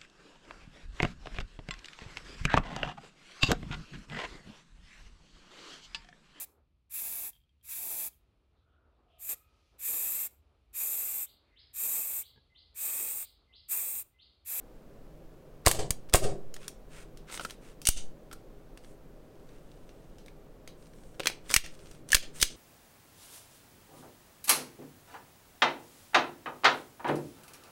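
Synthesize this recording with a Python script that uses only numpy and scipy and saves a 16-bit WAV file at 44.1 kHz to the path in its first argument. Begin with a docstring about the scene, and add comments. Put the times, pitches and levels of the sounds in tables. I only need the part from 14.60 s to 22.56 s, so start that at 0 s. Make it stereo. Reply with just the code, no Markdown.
"""Gas-powered toy pistols, an arm's length away in a small room with rumbling ventilation.
First come two shots: each puff of gas bangs and throws the slide back, where it stays the second time.
Next the magazine rubs its way out and the slide snaps shut. Then a second pistol is picked up and its
magazine clicks in. Last, its slide is pulled back and let go. After each loud clack a limiter holds
the volume down for a moment, and then the room's ring jumps back up."""
import sys
import numpy as np
from scipy import signal
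from scipy.fft import rfft, irfft
from scipy.io import wavfile
from scipy.ndimage import uniform_filter1d, minimum_filter1d

SR = 44100
rng = np.random.default_rng(int(sys.argv[2]) if len(sys.argv) > 2 else 0)


def to_wav(s):
    """Save 16-bit WAV."""
    ch = np.atleast_2d(s).T  # columns
    pcm = np.round(np.clip(ch, -1, 1) * 32767)  # PCM
    wavfile.write(sys.argv[1], SR, pcm.astype(np.int16))


N = 351036
HIT_SAMPLES = 8192
HIT_TIME_S = np.arange(HIT_SAMPLES) / SR

# In the tables, fade_s is the time to fall by 60 dB and decay_s the time to fall to about a third.
# pan_db is left minus right, bright_db adds treble, and room_db is how strongly a sound feeds the room.
# Tone of the ventilation: pitch_hz, relative_db
VENT_TONE = [(20, -1.5), (38, -4.5), (60, -20.5), (110, -17), (150, -15), (190, -17.5), (300, -18.5),
             (550, -20.5), (850, -29.5), (1200, -32), (2000, -38.5), (5000, -45.5), (10000, -49.5),
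             (16000, -47.5)]
# The room's echo, band by band: pitch_hz, level_db, fade_s
ECHO_BANDS = [(60.75, -8, .36), (150, -6, 0.52), (300, -5.5, 0.44), (554, -7, 0.37), (990, -12.5, 0.31),
              (2000, -11, 0.26), (3960, -7.5, 0.24), (9100, -13, 0.22), (11000, -5.5, 0.14),
              (16000, -14.5, .15)]
# Pitches that the walls boost or weaken: pitch_hz, width_hz, boost_db
STANDING_WAVES = [(152.2, 5, 11), (257, 18, 1.5), (323, 12, 5.5), (405, 9.8, 8), (488.3, 75, 3),
                  (535, 38, 2), (623, 22, 4), (782, 22, 4.5), (860, 13, -4.5)]
# Tone of sliding surfaces: pitch_hz, relative_db
RUB_TONE = [(200, -14), (800, -4.5), (1400, 5), (1800, 1.5), (2500, 3), (3700, -0.5), (4600, -2),
            (7000, 1.5), (9200, 4), (10500, -6), (16000, -14.5)]
# Gloves, magazine and slide rubbing along: middle_s, length_s, level_db, bright_db
RUB_STROKES = [(2.04, 0.093, -55.5, -5), (2.377, .13, -52.5, -6), (2.698, 0.046, -49.5, -11),
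               (2.746, .06, -41.5, 4.5), (2.837, 0.069, -48, 4), (2.909, 0.074, -54.5, 1),
               (3.073, 0.12, -58.5, -6), (4.28, 0.14, -67, 4.5), (4.93, 0.11, -66, -9),
               (5.201, 1, -72.5, -2), (6.234, 0.12, -66.5, 4), (6.449, 0.32, -67, 5),
               (6.65, 0.021, -47.5, 0), (6.874, .065, -59.5, -6), (6.927, 0.07, -39, 6),
               (7.136, 0.052, -60.5, -2), (7.277, 0.23, -61, -0.5), (7.506, 0.047, -54, -1),
               (7.783, 0.077, -48, 2.5)]
# Clacks that jolt the whole pistol: start_s, level_db, decay_s, pan_db
PISTOL_JOLTS = [(1.3055, -18, 0.0028, 24), (3.288, 0.5, 0.018, 4), (6.9645, -7.5, 0.0094, 4.5),
                (7.547, -9, .011, 1.5), (7.827, -17, 0.011, 5)]
# Tone of the pistol's frame, also used for the gas hiss: pitch_hz, relative_db
FRAME_TONE = [(60, -10), (250, -1.5), (520, 0.5), (800, -2.5), (1400, -1.5), (2500, -1), (4500, 0.5),
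              (7000, -2), (9200, 1.5), (10500, -6.5), (16000, -9)]
# Ringing notes of slide and barrel: pitch_hz, level_db, fade_s
METAL_NOTES = [(1760, -39, .08), (2350, -34, .08), (2620, -37, .07), (3260, -36, .1), (3850, -37, .08),
               (4420, -37, .08), (5320, -37, .08), (6000, -33, .08), (6430, -33, .09), (7240, -37, .1),
               (7980, -36, .08), (9200, -34, .08)]
# Kinds of clack, each named for one part that sounds like it; the first is any sharp, dry click of
# the action (the firing mechanism): knock_db, rise_s, fade_s, list of peaks (pitch_hz, boost_db)
CLACK_KINDS = {"hammer": (0.82, 0.00054, 0.013, [(1200, 3), (8900, 0.5)]),
               "slide": (0, 0.00056, 0.014, [(7000, 1.5), (9400, 2)]),
               "chamber": (-19, 0.00025, .015, [(2950, 11), (4300, 3.5), (6200, 11), (9300, 8)]),
               "barrel": (-18, 0.00061, 0.014, [(1720, 15.5)]), "catch": (-4, .001, 0.0083, [(4200, 0.5),
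               (5900, 5)]), "grip": (6.5, .0006, 0.028, [(1370, 16.5)]),
               "well": (5.4, 0.00061, 0.014, [(2500, 4.5)]), "magazine": (-18, 0.0013, 0.012, [(1800, 3.5),
               (2400, 8), (6400, 3)]), "frame": (-13.5, 0.00058, 0.016, [(1800, 4), (3250, 4.5),
               (6300, 2.5)])}
# Parts knocked together by a spring or a hand: start_s, kind, level_db, bright_db, room_db, pan_db
# The row at 1.306 s is the action: a sharp, dry click as the trigger resets.
HANDLING_CLACKS = [ (1.113, "slide", 3, 4, 1.5, 3), (1.306, "hammer", -16, 6.5, -7.5, -1),
                   (1.319, "catch", -43, 6, -6, 0), (1.489, "catch", -52, -8, 2, -4.5),
                   (1.496, "catch", -43.5, -3, -9, -4), (1.941, "catch", -35.5, 1, 2, -3),
                   (1.964, "catch", -37.5, -9.5, -12, -1.5), (2.08, "catch", -27, 7, -2.5, 0.5),
                   (2.5728, "catch", -47.5, -2, 7, -7), (2.698, "grip", -41, -11, 1, -1),
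                   (2.7954, "grip", -31, -12, -5, .5), (2.809, "grip", -34.5, -6.5, .5, 3),
                   (2.849, "grip", -26.5, -8, -10, -2), (2.898, "catch", -40, -13, 1.5, -6),
                   (2.907, "catch", -34.5, -6, -6, 3), (3.2166, "catch", -37, 2.5, 4.5, 2),
                   (3.2532, "chamber", -24.5, -0.5, 10, -0.5), (3.2708, "chamber", 5.5, 5.5, 2.5, -0.5),
                   (3.2873, "slide", 4.5, 10.5, -7.5, 2), (3.713, "grip", -42.5, -10, 5, -6),
                   (3.728, "grip", -37, 5, -1, 0.5), (4.174, "catch", -43, -7.5, -1, -3),
                   (4.2458, "catch", -48, -20, -7, -2), (5.116, "catch", -53.5, -9, 0, 0),
                   (5.2913, "catch", -49.5, -13, 4, -1), (5.5835, "catch", -51, -6.5, 10, 4),
                   (5.661, "catch", -49.5, 2.5, 5, -2.5), (5.6818, "magazine", -48, -13, -1, 7),
                   (6.0754, "catch", -37, -9, 3.5, 2.5), (6.5964, "well", -30.5, -8.5, -13, 0),
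                   (6.602, "well", -26, -14, 0, 1), (6.633, "magazine", -35.5, -11, -6, 0),
                   (6.6572, "well", -21.5, -9, -10, -2), (6.6701, "magazine", -11, -6.5, -4.5, 0),
                   (6.699, "well", -32.5, -9, 6, -1), (6.8943, "magazine", -32.5, -10, -6.5, 1.5),
                   (6.912, "well", -26, 1, -10, -1.5), (6.9402, "magazine", -4.5, 4.5, -7.5, 0.5),
                   (6.946, "catch", -14.5, 6, -16, -2), (6.9627, "magazine", 3, -3, -6.5, 3.5),
                   (7.061, "magazine", -38, -4, -1, 0), (7.312, "catch", -47, -1, 3, 2),
                   (7.489, "chamber", -34.5, 6, -5, -2.5), (7.504, "catch", -34, -3, 10, 0),
                   (7.5192, "chamber", -15, 6.5, 2, 0.5), (7.5296, "barrel", -12.5, -3, -22, -1),
                   (7.546, "frame", -4, 0.5, -1.5, 0.5), (7.5493, "frame", -2, 2, -11, 1.5),
                   (7.567, "frame", -19, -8, 3, 6), (7.8, "frame", -34, 1, 15, -2),
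                   (7.814, "chamber", -17, 5, 14, 0), (7.8266, "frame", -5, -0.5, -4.5, 2)]
# With each shot the trigger moves, the hammer is freed and hits the gas valve, and the slide flies back:
# after_bang_s, kind, level_db, bright_db, room_db, pan_db
SHOT_CLACKS = [(-.021, "grip", -43.5, -1.5, -4.5, -1.5), (-.013, "hammer", -29.5, -2, 0, -4),
               (-.0083, "hammer", -7.5, 3, -2, -0.5), (.0085, "slide", 4.5, 7, 5.5, 0)]
# Tone of the gas leaving the barrel: pitch_hz, relative_db
BANG_TONE = [(60, 9.5), (160, 2), (280, 8), (420, 5.5), (550, 5), (760, 9), (1050, 6.5), (1400, 2.5),
             (2200, -1.5), (5000, -8.5), (9000, 5.5), (10500, -7), (16000, -17.5)]
# The shots: start_s, bang_db, fade_s, hiss_db, thump_db, thump_decay_s, thump_pan_db
GAS_SHOTS = [(1.0715, 6, 0.055, -6, -4, .017, 10), (1.546, 5, 0.096, -6, 5, 0.015, 3)]


def gain(db):
    """Turn decibels into a number to multiply by."""
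    return 10 ** (np.asarray(db) / 20)


def pitches(size):
    """The pitches in Hz that make up a sound of this many samples."""
    return np.maximum(np.arange(size // 2 + 1) * SR / size, 1)


def curve(points, hz):
    """Join (pitch, value) points with straight lines on a musical scale."""
    points = np.array(points, float)
    return np.interp(np.log(hz), np.log(points[:, 0]), points[:, 1])


def colour(x, db):
    """Turn each pitch up or down, so that any ringing follows the sound and never leads it."""
    size = x.shape[-1]
    cepstrum = irfft(db * np.log(10) / 20, size)
    cepstrum[1:size // 2] *= 2
    cepstrum[size // 2 + 1:] = 0
    return irfft(rfft(x) * np.exp(rfft(cepstrum)), size)


def same_power(db):
    """Shift a tone curve so that white noise keeps its power."""
    return db - 10 * np.log10(np.mean(gain(db) ** 2))


def stereo_noise(size, alike_below_hz, treble_alike):
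    """Noise whose left and right are alike in the bass, less so in the treble."""
    shared, opposite = rfft(rng.standard_normal((2, size)))
    alike = treble_alike + (.85 - treble_alike) / (1 + (pitches(size) / alike_below_hz) ** 2)
    sides = np.array([[1], [-1]]) * opposite * np.sqrt((1 - alike) / 2)
    return irfft(shared * np.sqrt((1 + alike) / 2) + sides, size)


def fade(t, fade_s):
    """Die away, falling by 60 dB every fade_s."""
    return np.exp(-np.log(1000) * t / fade_s)


def panned(x, db):
    """Lean a sound to the left by some decibels."""
    return x * gain(np.array([[db], [-db]]) / 2)


def add(out, start_s, x):
    """Mix a sound in at a given time."""
    i = max(int(start_s * SR), 0)
    out[:, i:i + x.shape[-1]] += x[..., :N - i]


def standing_waves_db(hz):
    """Waves bouncing between the walls pile up at some pitches and cancel at others."""
    return sum(db / (1 + (2 * (hz - pitch) / width) ** 2) for pitch, width, db in STANDING_WAVES)


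def ventilation(level_db=-49):
    """Moving air rumbles steadily, coloured by the room's standing waves."""
    hz = pitches(N)
    tone_db = curve(VENT_TONE, hz) + standing_waves_db(hz)
    return gain(level_db) * colour(stereo_noise(N, 800, 0.045), same_power(tone_db))


def room_echo(x, size=32768, build_s=0.0013, standing_share=0.65):
    """Close walls give a blur of echoes that builds quickly and lasts longest in the bass."""
    t, hz = np.arange(size) / SR, pitches(size)
    noise, tail = rfft(stereo_noise(size, 680, 0)), 0
    for band_hz, db, fade_s in ECHO_BANDS:
        band = curve([(pitch, pitch == band_hz) for pitch, *_ in ECHO_BANDS], hz)  # 1 here, 0 elsewhere
        swell = fade(t, fade_s) * (1 - np.exp(-t / build_s))
        tail = tail + gain(db) * irfft(noise * band) * swell / np.linalg.norm(swell)
    tail = colour(tail, standing_share * standing_waves_db(hz))
    return signal.fftconvolve(x, tail, axes=1)[:, :N]


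def rubs(size=65536, grain_samples=48):
    """Sliding surfaces catch and slip in tiny grains of sound."""
    out, hz = np.zeros((2, N)), pitches(size)
    t = (np.arange(size) - size / 2) / SR
    for middle_s, length_s, db, bright_db in RUB_STROKES:
        grit_db = max(2.5 + 0.02 * (db + 54.5), 0)  # harder rubbing is grittier
        slips = rng.standard_normal(size // grain_samples + 1)
        grains = gain(grit_db * np.repeat(slips, grain_samples)[:size])
        stroke = np.exp(-np.abs(2 * t / length_s) ** 3) * grains / np.sqrt(np.mean(grains ** 2))
        tone_db = curve(RUB_TONE, hz) + bright_db * curve([(2500, 0), (8000, 1)], hz)
        rub = colour(stereo_noise(size, 1500, 0.081) * stroke, same_power(tone_db))
        add(out, middle_s + t[0], gain(db) * rub)
    return out


def ticks(per_s=14, above_rub_db=9, spread_db=3.5, tries=16):
    """Loose parts click at random during each rub."""
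    out = np.zeros((2, N))
    for middle_s, length_s, db, _ in RUB_STROKES:
        tick = clack("catch", db + above_rub_db, bright_db=-12)
        for chance, place, strength in rng.random((tries, 3)):
            if chance < per_s * length_s / tries:
                add(out, middle_s + length_s * (place - .5), tick * gain(spread_db * (2 * strength - 1)))
    return out


def thumps(rise_s=0.0018, dip_lead_s=.0065):
    """Sudden steps in air pressure: a shot pulls and then pushes, a jolt only pulls."""
    def step(db, decay_s, pan_db):
        pressure = (1 - np.exp(-HIT_TIME_S / rise_s)) * np.exp(-HIT_TIME_S / decay_s)
        return gain(db) * panned(pressure, pan_db)

    def leak(x, swing_hz):  # the pressure leaks away and swings back
        return signal.sosfilt(signal.butter(2, swing_hz, "high", fs=SR, output="sos"), x)

    gas, jolts = np.zeros((2, 2, N))
    for start_s, *_, db, decay_s, pan_db in GAS_SHOTS:
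        add(gas, start_s - dip_lead_s, -step(db=-11.5, decay_s=.007, pan_db=pan_db))
        add(gas, start_s, step(db, decay_s, pan_db))
    for start_s, *jolt in PISTOL_JOLTS:
        add(jolts, start_s, -step(*jolt))
    return leak(gas, swing_hz=1.8) + leak(jolts, swing_hz=4.3)


def metal_ring(detune=0.0016):
    """The struck slide and barrel ring with pure notes, tuned a little differently on each hit."""
    hz, db, fade_s = np.array(METAL_NOTES).T[:, :, None]
    hz = hz * (1 + detune * rng.standard_normal(hz.shape))
    notes = gain(db) * fade(HIT_TIME_S, fade_s) * np.sin(2 * np.pi * hz * HIT_TIME_S)
    flips = rng.choice([-1, 1], (2, len(hz)))  # each side gets each wave upright or upside down
    return flips @ notes


def clack(kind, db, bright_db, rattle_db=-25, rattle_fade_s=0.083, metal_db=-3, peak_width=.11):
    """A knock shakes the frame; the hand soon stills it, while the metal rings on faintly."""
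    knock_db, rise_s, fade_s, peaks = CLACK_KINDS[kind]
    t, hz = HIT_TIME_S, pitches(HIT_SAMPLES)
    bass_db = knock_db * curve([(750, 0.69), (1700, 0.032)], hz)
    treble_db = bright_db * curve([(3500, 0.028), (8000, 1.0)], hz)
    peaks_db = sum(boost / (1 + (np.log(hz / pitch) / peak_width) ** 2) for pitch, boost in peaks)
    tone_db = curve(FRAME_TONE, hz) + bass_db + treble_db + peaks_db
    shake = (1 - np.exp(-t / rise_s)) * (fade(t, fade_s) + gain(rattle_db) * fade(t, rattle_fade_s))
    frame = colour(stereo_noise(HIT_SAMPLES, 1600, 0.032) * shake, same_power(tone_db))
    return (frame + gain(metal_db) * metal_ring()) * gain(db) / shake.max()


def pressure_pulse(start_s, width_s):
    """One rounded push of air whose samples add up to 1; wider sounds duller."""
    age_s = np.maximum(HIT_TIME_S - start_s, 0)
    pulse = age_s * np.exp(-age_s / width_s)
    return pulse / pulse.sum()


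def gas_bang(db, fade_s, hiss_db, jet_db=-4, hiss_fade_s=0.094):
    """Gas cracks, pops as the pellet leaves and rushes out behind it; more hisses from the slide."""
    hz = pitches(HIT_SAMPLES)
    crack = 13 * pressure_pulse(start_s=0, width_s=.00005)
    pop = 11 * pressure_pulse(start_s=.0017, width_s=.00011)
    jet = gain(jet_db) * stereo_noise(HIT_SAMPLES, 2000, 0.17) * fade(HIT_TIME_S, fade_s)
    bang = colour(crack + pop + jet, same_power(curve(BANG_TONE, hz)))
    escaping = stereo_noise(HIT_SAMPLES, 1000, .05) * fade(HIT_TIME_S, hiss_fade_s)
    hiss = colour(escaping, same_power(curve(FRAME_TONE, hz)))
    return gain(db) * bang + gain(hiss_db) * hiss


def scene(thump_room_db=-18):
    """Mix the pistols close by, their echo and the ventilation."""
    near, pressure = rubs() + ticks(), thumps()
    to_walls = near + gain(thump_room_db) * pressure
    for start_s, db, fade_s, hiss_db, *_ in GAS_SHOTS:
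        sound = gas_bang(db, fade_s, hiss_db)
        add(near, start_s, sound)
        add(to_walls, start_s, sound)
    firing = [(shot_s + after_s, *hit) for shot_s, *_ in GAS_SHOTS for after_s, *hit in SHOT_CLACKS]
    for start_s, kind, db, bright_db, room_db, pan_db in firing + HANDLING_CLACKS:
        sound = clack(kind, db, bright_db)
        add(near, start_s, panned(sound, pan_db))
        add(to_walls, start_s, sound * gain(room_db))
    return near + pressure + room_echo(to_walls) + ventilation()


def limiter(x, limit_db=-10.0, hold_s=0.073, sense_s=0.0013, smooth_s=0.00091):
    """Turn the volume down at once for a loud peak, hold it there, then let go quickly."""
    power = uniform_filter1d(np.mean(x ** 2, axis=0), int(sense_s * SR))
    volume = gain(limit_db) / np.sqrt(np.maximum(power, gain(limit_db) ** 2))
    half_hold = int(hold_s * SR) // 2
    held = minimum_filter1d(volume, 2 * half_hold + 1, origin=half_hold)
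    return x * uniform_filter1d(held, int(smooth_s * SR))


def record(dry, top_hz=15900):
    """Limit the volume, clip any peaks still too big and cut off the highest treble."""
    treble_cut = signal.ellip(10, .2, 70, top_hz, fs=SR, output="sos")
    return signal.sosfilt(treble_cut, np.clip(limiter(dry), -1, 1))


dry = scene()
out = record(dry)
to_wav(out)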